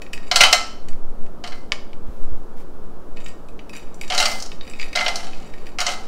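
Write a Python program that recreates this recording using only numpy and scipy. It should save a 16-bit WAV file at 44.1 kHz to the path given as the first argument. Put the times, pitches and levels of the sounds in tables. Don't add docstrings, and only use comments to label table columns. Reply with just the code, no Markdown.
import sys
import numpy as np
from scipy import signal
from scipy.fft import rfft, irfft, next_fast_len
from scipy.io import wavfile

SR = 44100
rng = np.random.default_rng(int(sys.argv[2]) if len(sys.argv) > 2 else 0)


def put_to_file(sound):
    columns = np.atleast_2d(sound).T
    safe = np.clip(columns, -1, 1)
    whole_steps = np.round(safe * 32767)
    wavfile.write(sys.argv[1], SR, whole_steps.astype(np.int16))


N = 267774
TIME = np.arange(N) / SR

# f/Hz, level/dB
RUSH_SPECTRUM = [(12, -3), (30, -20.5), (45, -19), (100, -33), (135, -32.5), (260, -27.5), (450, -29),
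                 (850, -37), (1300, -40), (2000, -55.5), (3500, -59), (8000, -64.5), (15500, -69)]
# f/Hz, level/dB
HUM_BANDS = [(170, -55), (217, -53)]
# t/s, half length/s, level/dB
AIR_GUSTS = [(1.103, 0.17, -10), (2.275, .25, -9.5)]
# t/s, level/dB, favoured f/Hz, treble level/dB (relative to the tap level)
PLATE_TAPS = [(0.0182, -22.5, 2350, -20), (0.0638, -29.5, 2310, -34), (0.132, -15.5, 2620, -18.5),
              (0.1766, -23, 1790, -33), (0.8852, -29, 2200, -12.5), (0.9291, -36.5, 1920, -27),
              (1.2624, -38.5, 1802, -23.5), (3.17, -25.5, 2580, -30), (3.261, -23.5, 2230, -22.5),
              (3.2835, -35, 7410, -10), (3.4856, -35.5, 2560, -16.5), (3.5912, -27, 2830, -34.5),
              (3.694, -26.5, 2520, -18.5), (3.7644, -28, 1890, -10.5), (3.9433, -45.5, 7600, 2),
              (4.0122, -17, 2290, -17), (4.0342, -23, 2320, -33), (4.0785, -28, 7400, -12),
              (4.517, -22.5, 2960, -28), (4.6097, -21, 3770, -42), (4.6982, -33.5, 7800, -7),
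              (4.7349, -22.5, 2450, -28), (4.797, -13.5, 2330, -31), (4.8138, -16.5, 4800, -37),
              (4.8279, -15, 2200, -46), (4.9297, -18, 2020, -26), (5.3322, -25.5, 2570, -44),
              (5.5365, -27, 1890, -28), (5.667, -25.5, 1840, -24)]
# start t/s, length/s, level/dB
PLATE_STROKES = [(0.125, 0.012, -33), (0.22, 0.053, -35.5), (3.16, 0.047, -35.5), (3.24, 0.036, -34),
                 (3.725, 0.044, -32.5), (3.82, 0.2, -48.5), (4.01, 0.09, -39.5), (4.61, 0.25, -37),
                 (4.795, 0.024, -35), (4.87, .02, -40), (5.33, 0.39, -44.5)]
# f/Hz, level/dB, t60/s
PLATE_RING = [(1860, -7, .15), (2310, 1, .035), (2550, 1, .055), (2970, -1, .04), (3780, -1, .075),
              (4610, -10, .08), (4790, -6, .065), (5810, -6, .05), (6730, -8, .035), (7430, -8, .06),
              (8140, -11, .05), (10300, -16, .1), (12400, -24, .06)]
# f/Hz, level/dB
PLATE_DAMPED = [(350, -15.5), (1200, -12), (2400, -5), (4000, -7.5), (7500, -9), (9500, -13.5),
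                (16000, -19)]
# f/Hz, level/dB
RUB_DAMPED = [(350, -22), (1300, -3), (1900, 2.5), (2500, 9.5), (3300, -9), (4500, -2), (7500, -23.5),
              (9500, -17), (16000, -17)]
# t/s, level/dB, favoured f/Hz, treble level/dB (relative to the contact level)
PAN_CONTACTS = [(0.3127, 0.5, 4150, -19), (0.3581, 3.5, 4170, -11), (0.3644, -14, 4350, -3),
                (0.4059, 11, 2300, -34), (0.4104, 1, 4000, -8.5), (0.4349, 10, 3050, -25),
                (0.4484, -1, 1810, -22), (0.5272, 7, 3230, -14), (1.4386, -15, 3040, -23.5),
                (1.474, -22, 4270, -14.5), (1.5204, -22, 1942, -34), (4.1006, -7, 3060, -22.5),
                (4.121, -6.5, 3000, -28), (4.147, -11.5, 2800, -10.5), (4.1774, -3.5, 4020, -11),
                (4.1874, -14, 4170, -5), (4.1999, -1, 3040, -14), (4.2254, -4, 2870, -16),
                (4.2547, -2.5, 2450, -13.5), (4.2624, -15, 4420, -9), (4.3144, -22, 5540, -5),
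                (4.4004, -40, 5840, 11), (4.4233, -36.5, 6050, 11.5), (4.4593, -43, 5860, 9),
                (4.9524, -7, 4530, -27), (4.9571, -7.5, 4060, -12.5), (4.9714, -4, 1930, -33),
                (4.9884, -6.5, 2900, -35), (5.0084, -5, 2010, -36), (5.0619, -2.5, 2950, -40),
                (5.0804, -5, 2940, -19.5), (5.1562, -19, 5440, -1.5), (5.7857, -8, 2170, -19.5),
                (5.8032, -8.5, 2280, -10), (5.812, -8.5, 3000, -15.5), (5.8651, -4.5, 6650, -16.5),
                (5.8794, -12, 2980, -39)]
# start t/s, swell/s, crest level/dB, dying rate/(dB/s), nut-on-nut click level/dB
NUT_POURS = [(0.312, .13, -22, 147, -42), (1.439, .03, -40, 138, -64), (4.102, .12, -24, 105, -42.5),
             (4.956, 0.013, -28, 51, -56), (5.786, 0.11, -29, 111, -61)]
# f/Hz, level/dB, t60/s
PAN_RING = [(560, -15, .25), (675, -15, .3), (748, -16, .3), (798, -14, .3), (1012, -8, .4), (1321, 1, .36),
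            (1390, -5, .28), (1610, -7, .26), (2063, 5, .34), (2239, -2, .22), (2483, -7, .2),
            (2547, -6, .22), (2698, -7, .2), (2780, -7, .18), (3010, -2, .14), (3040, 3, .28),
            (3842, -6, .22), (4093, -5, .18), (4126, -4, .18), (4249, -6, .18), (4379, -4, .18),
            (5012, -9, .14), (5445, -9, .12), (5564, -7, .15), (6200, -10, .12), (8095, -20, .15)]
# f/Hz, level/dB
PAN_DAMPED = [(350, -31.5), (450, -9.5), (520, 2), (780, 5.5), (920, -6.5), (1250, 0), (1850, -1.5),
              (2150, 4.5), (2450, -2.5), (3050, 4.5), (3500, -3.5), (4200, 2.5), (6000, -3), (8000, -8.5),
              (11000, -19), (16000, -28.5)]
# f/Hz, level/dB
NUT_DAMPED = [(350, -41.5), (3000, -22.5), (5500, -0.5), (8500, -2), (11000, -7.5), (16000, -12)]
# t/s, level/dB
PLATE_KNOCKS = [(1.720, -1.5), (1.9315, -31)]
# f/Hz, level/dB, t60/s
KNOCK_RING = [(1200, -19, .012), (1841, -16, .012), (2234, 0, .014), (3010, 1, .007), (3740, -5, .008),
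              (4150, -9, .008), (4790, -7, .008), (5790, -14, .008), (7000, -16, .01), (7570, -14, .012),
              (8140, -16, .014)]
# start t/s, length/s, level/dB
HANDLING_RUSTLES = [(2.05, 0.33, -60), (2.56, 0.055, -53.5)]
# t/s, level/dB
HANDLING_BUMPS = [(2.087, -25.5), (2.322, -25.5)]
# f/Hz, t60/s, level/dB
KITCHEN_DECAY = [(400, 0.33, -6), (1000, .5, 1), (2240, 0.45, -12), (4300, 0.52, -9.5), (7600, 0.37, -3.5),
                 (15800, 0.11, 3.5)]

RUSH_DB, DRAUGHT_DB = -32, -21.5
CONTACT_RING_DB, TUMBLE_RING_DB, TAP_RING_DB, RUB_RING_DB = -11, -12, -4.5, -0.5
# (share in dB for a contact listed at 0 dB, change in dB per dB)
PAN_LOW, PLATE_LOW = (-18.5, -0.23), (-25, -.1)
SWELL_DB = 8.5
SETTLE_LAG_S = .09
PRESS_S, LIFT_DB_PER_S = .015, 330
GLINT_HZ, GLINT_DB = (6900, 7960), -17.5
CUTOFF_HZ = 15650


def from_db(db):
    return 10 ** (np.asarray(db) / 20)


def rms_one(x):
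    return x / np.sqrt(np.mean(x ** 2) + 1e-20)


def at_hz(points, hz, axis=1):
    rows = np.array(points)
    return np.interp(np.log(np.maximum(hz, 1)), np.log(rows[:, 0]), rows[:, axis])


def filtered(x, hz, kind, order=2):
    return signal.sosfilt(signal.butter(order, hz, kind, fs=SR, output="sos"), x)


def noise(spectrum):
    size = next_fast_len(N)
    colour = from_db(at_hz(spectrum, np.fft.rfftfreq(size, 1 / SR)))
    white = rfft(rng.standard_normal(size))
    return rms_one(irfft(white * colour, size)[:N])


def add(track, s, sound):
    start = int(np.clip(s * SR, 0, N - 1))
    track[start:start + len(sound)] += sound[:N - start]


def ringing(modes, size):
    hz, db, t60 = np.transpose(modes)[:, :, None]
    t = np.arange(size) / SR
    return from_db(db - 60 * t / t60) * np.sin(2 * np.pi * hz * t)


def body(modes, clack, clack_t60, ring_db, count=420, size=16000):
    hz = np.linspace(350, 16000, count) + rng.uniform(-18, 18, count)
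    t60 = clack_t60 * np.sqrt(3000 / hz)
    damped = ringing(np.column_stack([hz, at_hz(clack, hz), t60]), size // 3)
    clear = ringing(modes, size)

    def answer():
        signs = rng.choice([-1, 1], len(clear))
        strengths = signs * from_db(rng.normal(0, 3, len(clear)))
        ring = strengths @ clear
        crack = rng.standard_normal(count) @ damped
        attack = slice(size // 64)
        out = from_db(ring_db) * ring / ring[attack].std()
        out[:len(crack)] += crack / crack[attack].std()
        return out / out[attack].std()
    return answer


def blows(rows, answer, low_rule, mid_db, favour_db, favour_width, contact_s, size=600):
    out = np.zeros(N)
    for s, level_db, favoured_hz, treble_db in rows:
        hit = answer()
        hit = hit * (1 - np.exp(-np.arange(len(hit)) / (contact_s * SR)))
        around = np.clip(favoured_hz * np.exp([-favour_width, favour_width]), 100, 19000)
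        hit = hit + from_db(favour_db) * filtered(hit, around, "band", order=1)
        low = filtered(filtered(hit, 1600, "low", order=6), 450, "high", order=3)
        mid = filtered(hit, [1700, 5600], "band", order=4)
        high = filtered(hit, 4800, "high", order=4)
        low_db = low_rule[0] + low_rule[1] * level_db
        for part, db in ((low, low_db), (mid, mid_db), (high, treble_db)):
            add(out, s, from_db(level_db + db) * part / part[:size].std())
    return out


def rattle(answer, per_s, spread_db, wander_db, count=8):
    out = np.zeros(N)
    for spot in range(count):
        strengths = from_db(spread_db * np.minimum(rng.exponential(1, N), 3))
        sizes = strengths * rng.choice([-1, 1], N)
        visit = np.clip(rms_one(filtered(rng.standard_normal(N), 12, "low")), -2, 1.2)
        happens = rng.random(N) < per_s / count / SR
        touches = sizes * from_db(wander_db * visit) * happens
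        out += signal.oaconvolve(touches, answer())[:N]
    return rms_one(out)


def strokes(rows):
    gain = np.zeros(N)
    for s, length, db in rows:
        press = np.clip((TIME - s) / PRESS_S, 0, 1)
        lift_db = LIFT_DB_PER_S * np.maximum(TIME - s - length, 0)
        gain += press * from_db(db - lift_db)
    return gain


def background():
    rush = from_db(RUSH_DB) * noise(RUSH_SPECTRUM)
    hum = np.zeros(N)
    for hz, db in HUM_BANDS:
        hum += from_db(db) * rms_one(filtered(rng.standard_normal(N), [hz - 4, hz + 4], "band"))
    slow = filtered(rng.standard_normal(N), 6.71, "low", order=4)
    sway = rms_one(filtered(slow, 1.9, "high"))
    draught = from_db(DRAUGHT_DB)
    for s, width, db in AIR_GUSTS:
        draught = draught + from_db(db) * np.exp(-((TIME - s) / width) ** 2)
    return rush + hum + draught * sway


def plate():
    tapped = body(PLATE_RING, PLATE_DAMPED, clack_t60=0.018, ring_db=TAP_RING_DB)
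    rubbed = body(PLATE_RING, RUB_DAMPED, clack_t60=.022, ring_db=RUB_RING_DB)
    taps = blows(PLATE_TAPS, tapped, PLATE_LOW, mid_db=-10, favour_db=9, favour_width=0.082,
                 contact_s=0.00057)
    slips = rattle(rubbed, per_s=280, spread_db=3.5, wander_db=3.5)
    glints = rattle(tapped, per_s=9.6, spread_db=0.5, wander_db=6.5, count=3)
    glints = from_db(GLINT_DB) * rms_one(filtered(glints, np.sort(GLINT_HZ), "band"))
    drags = strokes(PLATE_STROKES) * (slips + glints)
    return from_db(-6.5) * taps + from_db(-9.5) * drags


def shower(start, swell_s, crest_db, dying_db_per_s):
    t = TIME - start
    below_db = SWELL_DB * np.clip(1 - t / swell_s, 0, 1)
    dying_db = dying_db_per_s * np.maximum(t - swell_s, 0)
    return (t >= 0) * from_db(crest_db - below_db - dying_db)


def pan():
    struck = body(PAN_RING, PAN_DAMPED, clack_t60=.056, ring_db=CONTACT_RING_DB)
    rolled = body(PAN_RING, PAN_DAMPED, clack_t60=.05, ring_db=TUMBLE_RING_DB)
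    clicked = body(PAN_RING, NUT_DAMPED, clack_t60=0.035, ring_db=-27)
    hits = blows(PAN_CONTACTS, struck, PAN_LOW, mid_db=-11.5, favour_db=0, favour_width=.14,
                 contact_s=.0008)
    tumble = rattle(rolled, per_s=340, spread_db=4, wander_db=3.5)
    clicks = rattle(clicked, per_s=200, spread_db=3.5, wander_db=2.5, count=4)
    out = from_db(-6.0) * hits
    for s, swell_s, crest_db, dying, clicks_db in NUT_POURS:
        out += shower(s, swell_s, crest_db, dying) * tumble
        out += shower(s + SETTLE_LAG_S, swell_s, clicks_db, dying) * clicks
    return out


def knocks():
    modes = ringing(KNOCK_RING, size=4000)
    clack = (-1) ** np.arange(len(modes)) @ modes
    clack = filtered(clack, 5000, "low")
    chatter = body(PLATE_RING, PLATE_DAMPED, clack_t60=0.044, ring_db=-9.5)
    out = np.zeros(N)
    for s, level_db in PLATE_KNOCKS:
        add(out, s, from_db(level_db) * clack / np.abs(clack).max())
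        add(out, s, from_db(level_db - 17) * filtered(chatter(), 4800, "low"))
    return out


def handling():
    rustle = noise([(500, 2.5), (2500, -1.5), (6000, -9), (15000, -13.5)])
    out = strokes(HANDLING_RUSTLES) * rustle
    thud = ringing([(47.4, 7, 0.085), (103.8, -10.5, 0.077)], size=8000).sum(0)
    for s, db in HANDLING_BUMPS:
        add(out, s, from_db(db) * thud)
    return out


def kitchen(x, early_db, early_t60, size=30000):
    t, response = np.arange(size) / SR, np.zeros(size)
    edges = np.geomspace(250, 17000, 10)
    for low, high in zip(edges, edges[1:]):
        hz = np.sqrt(low * high)
        tail = from_db(-60 * t / at_hz(KITCHEN_DECAY, hz))
        early = from_db(early_db - 60 * t / early_t60)
        band = filtered(rng.standard_normal(size), [low, high], "band")
        response += from_db(at_hz(KITCHEN_DECAY, hz, axis=2)) * (tail + early) * band
    response *= np.clip(t / 0.0043, 0, 1)
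    return signal.oaconvolve(x, response / np.linalg.norm(response))[:N]


def scene():
    nuts, dish, knock = pan(), plate(), knocks()
    pan_room = kitchen(from_db(-4.0) * nuts, early_db=3, early_t60=0.049)
    plate_send = from_db(-3.0) * dish + from_db(-8) * knock
    plate_room = kitchen(plate_send, early_db=-3, early_t60=0.15)
    return (nuts + dish + knock + pan_room + plate_room + handling() + background())[None]


def record(dry):
    clipped = np.clip(dry, -.9, .9)
    return signal.sosfilt(signal.ellip(10, .1, 70, CUTOFF_HZ, fs=SR, output="sos"), clipped)


dry = scene()
out = record(dry)
put_to_file(out)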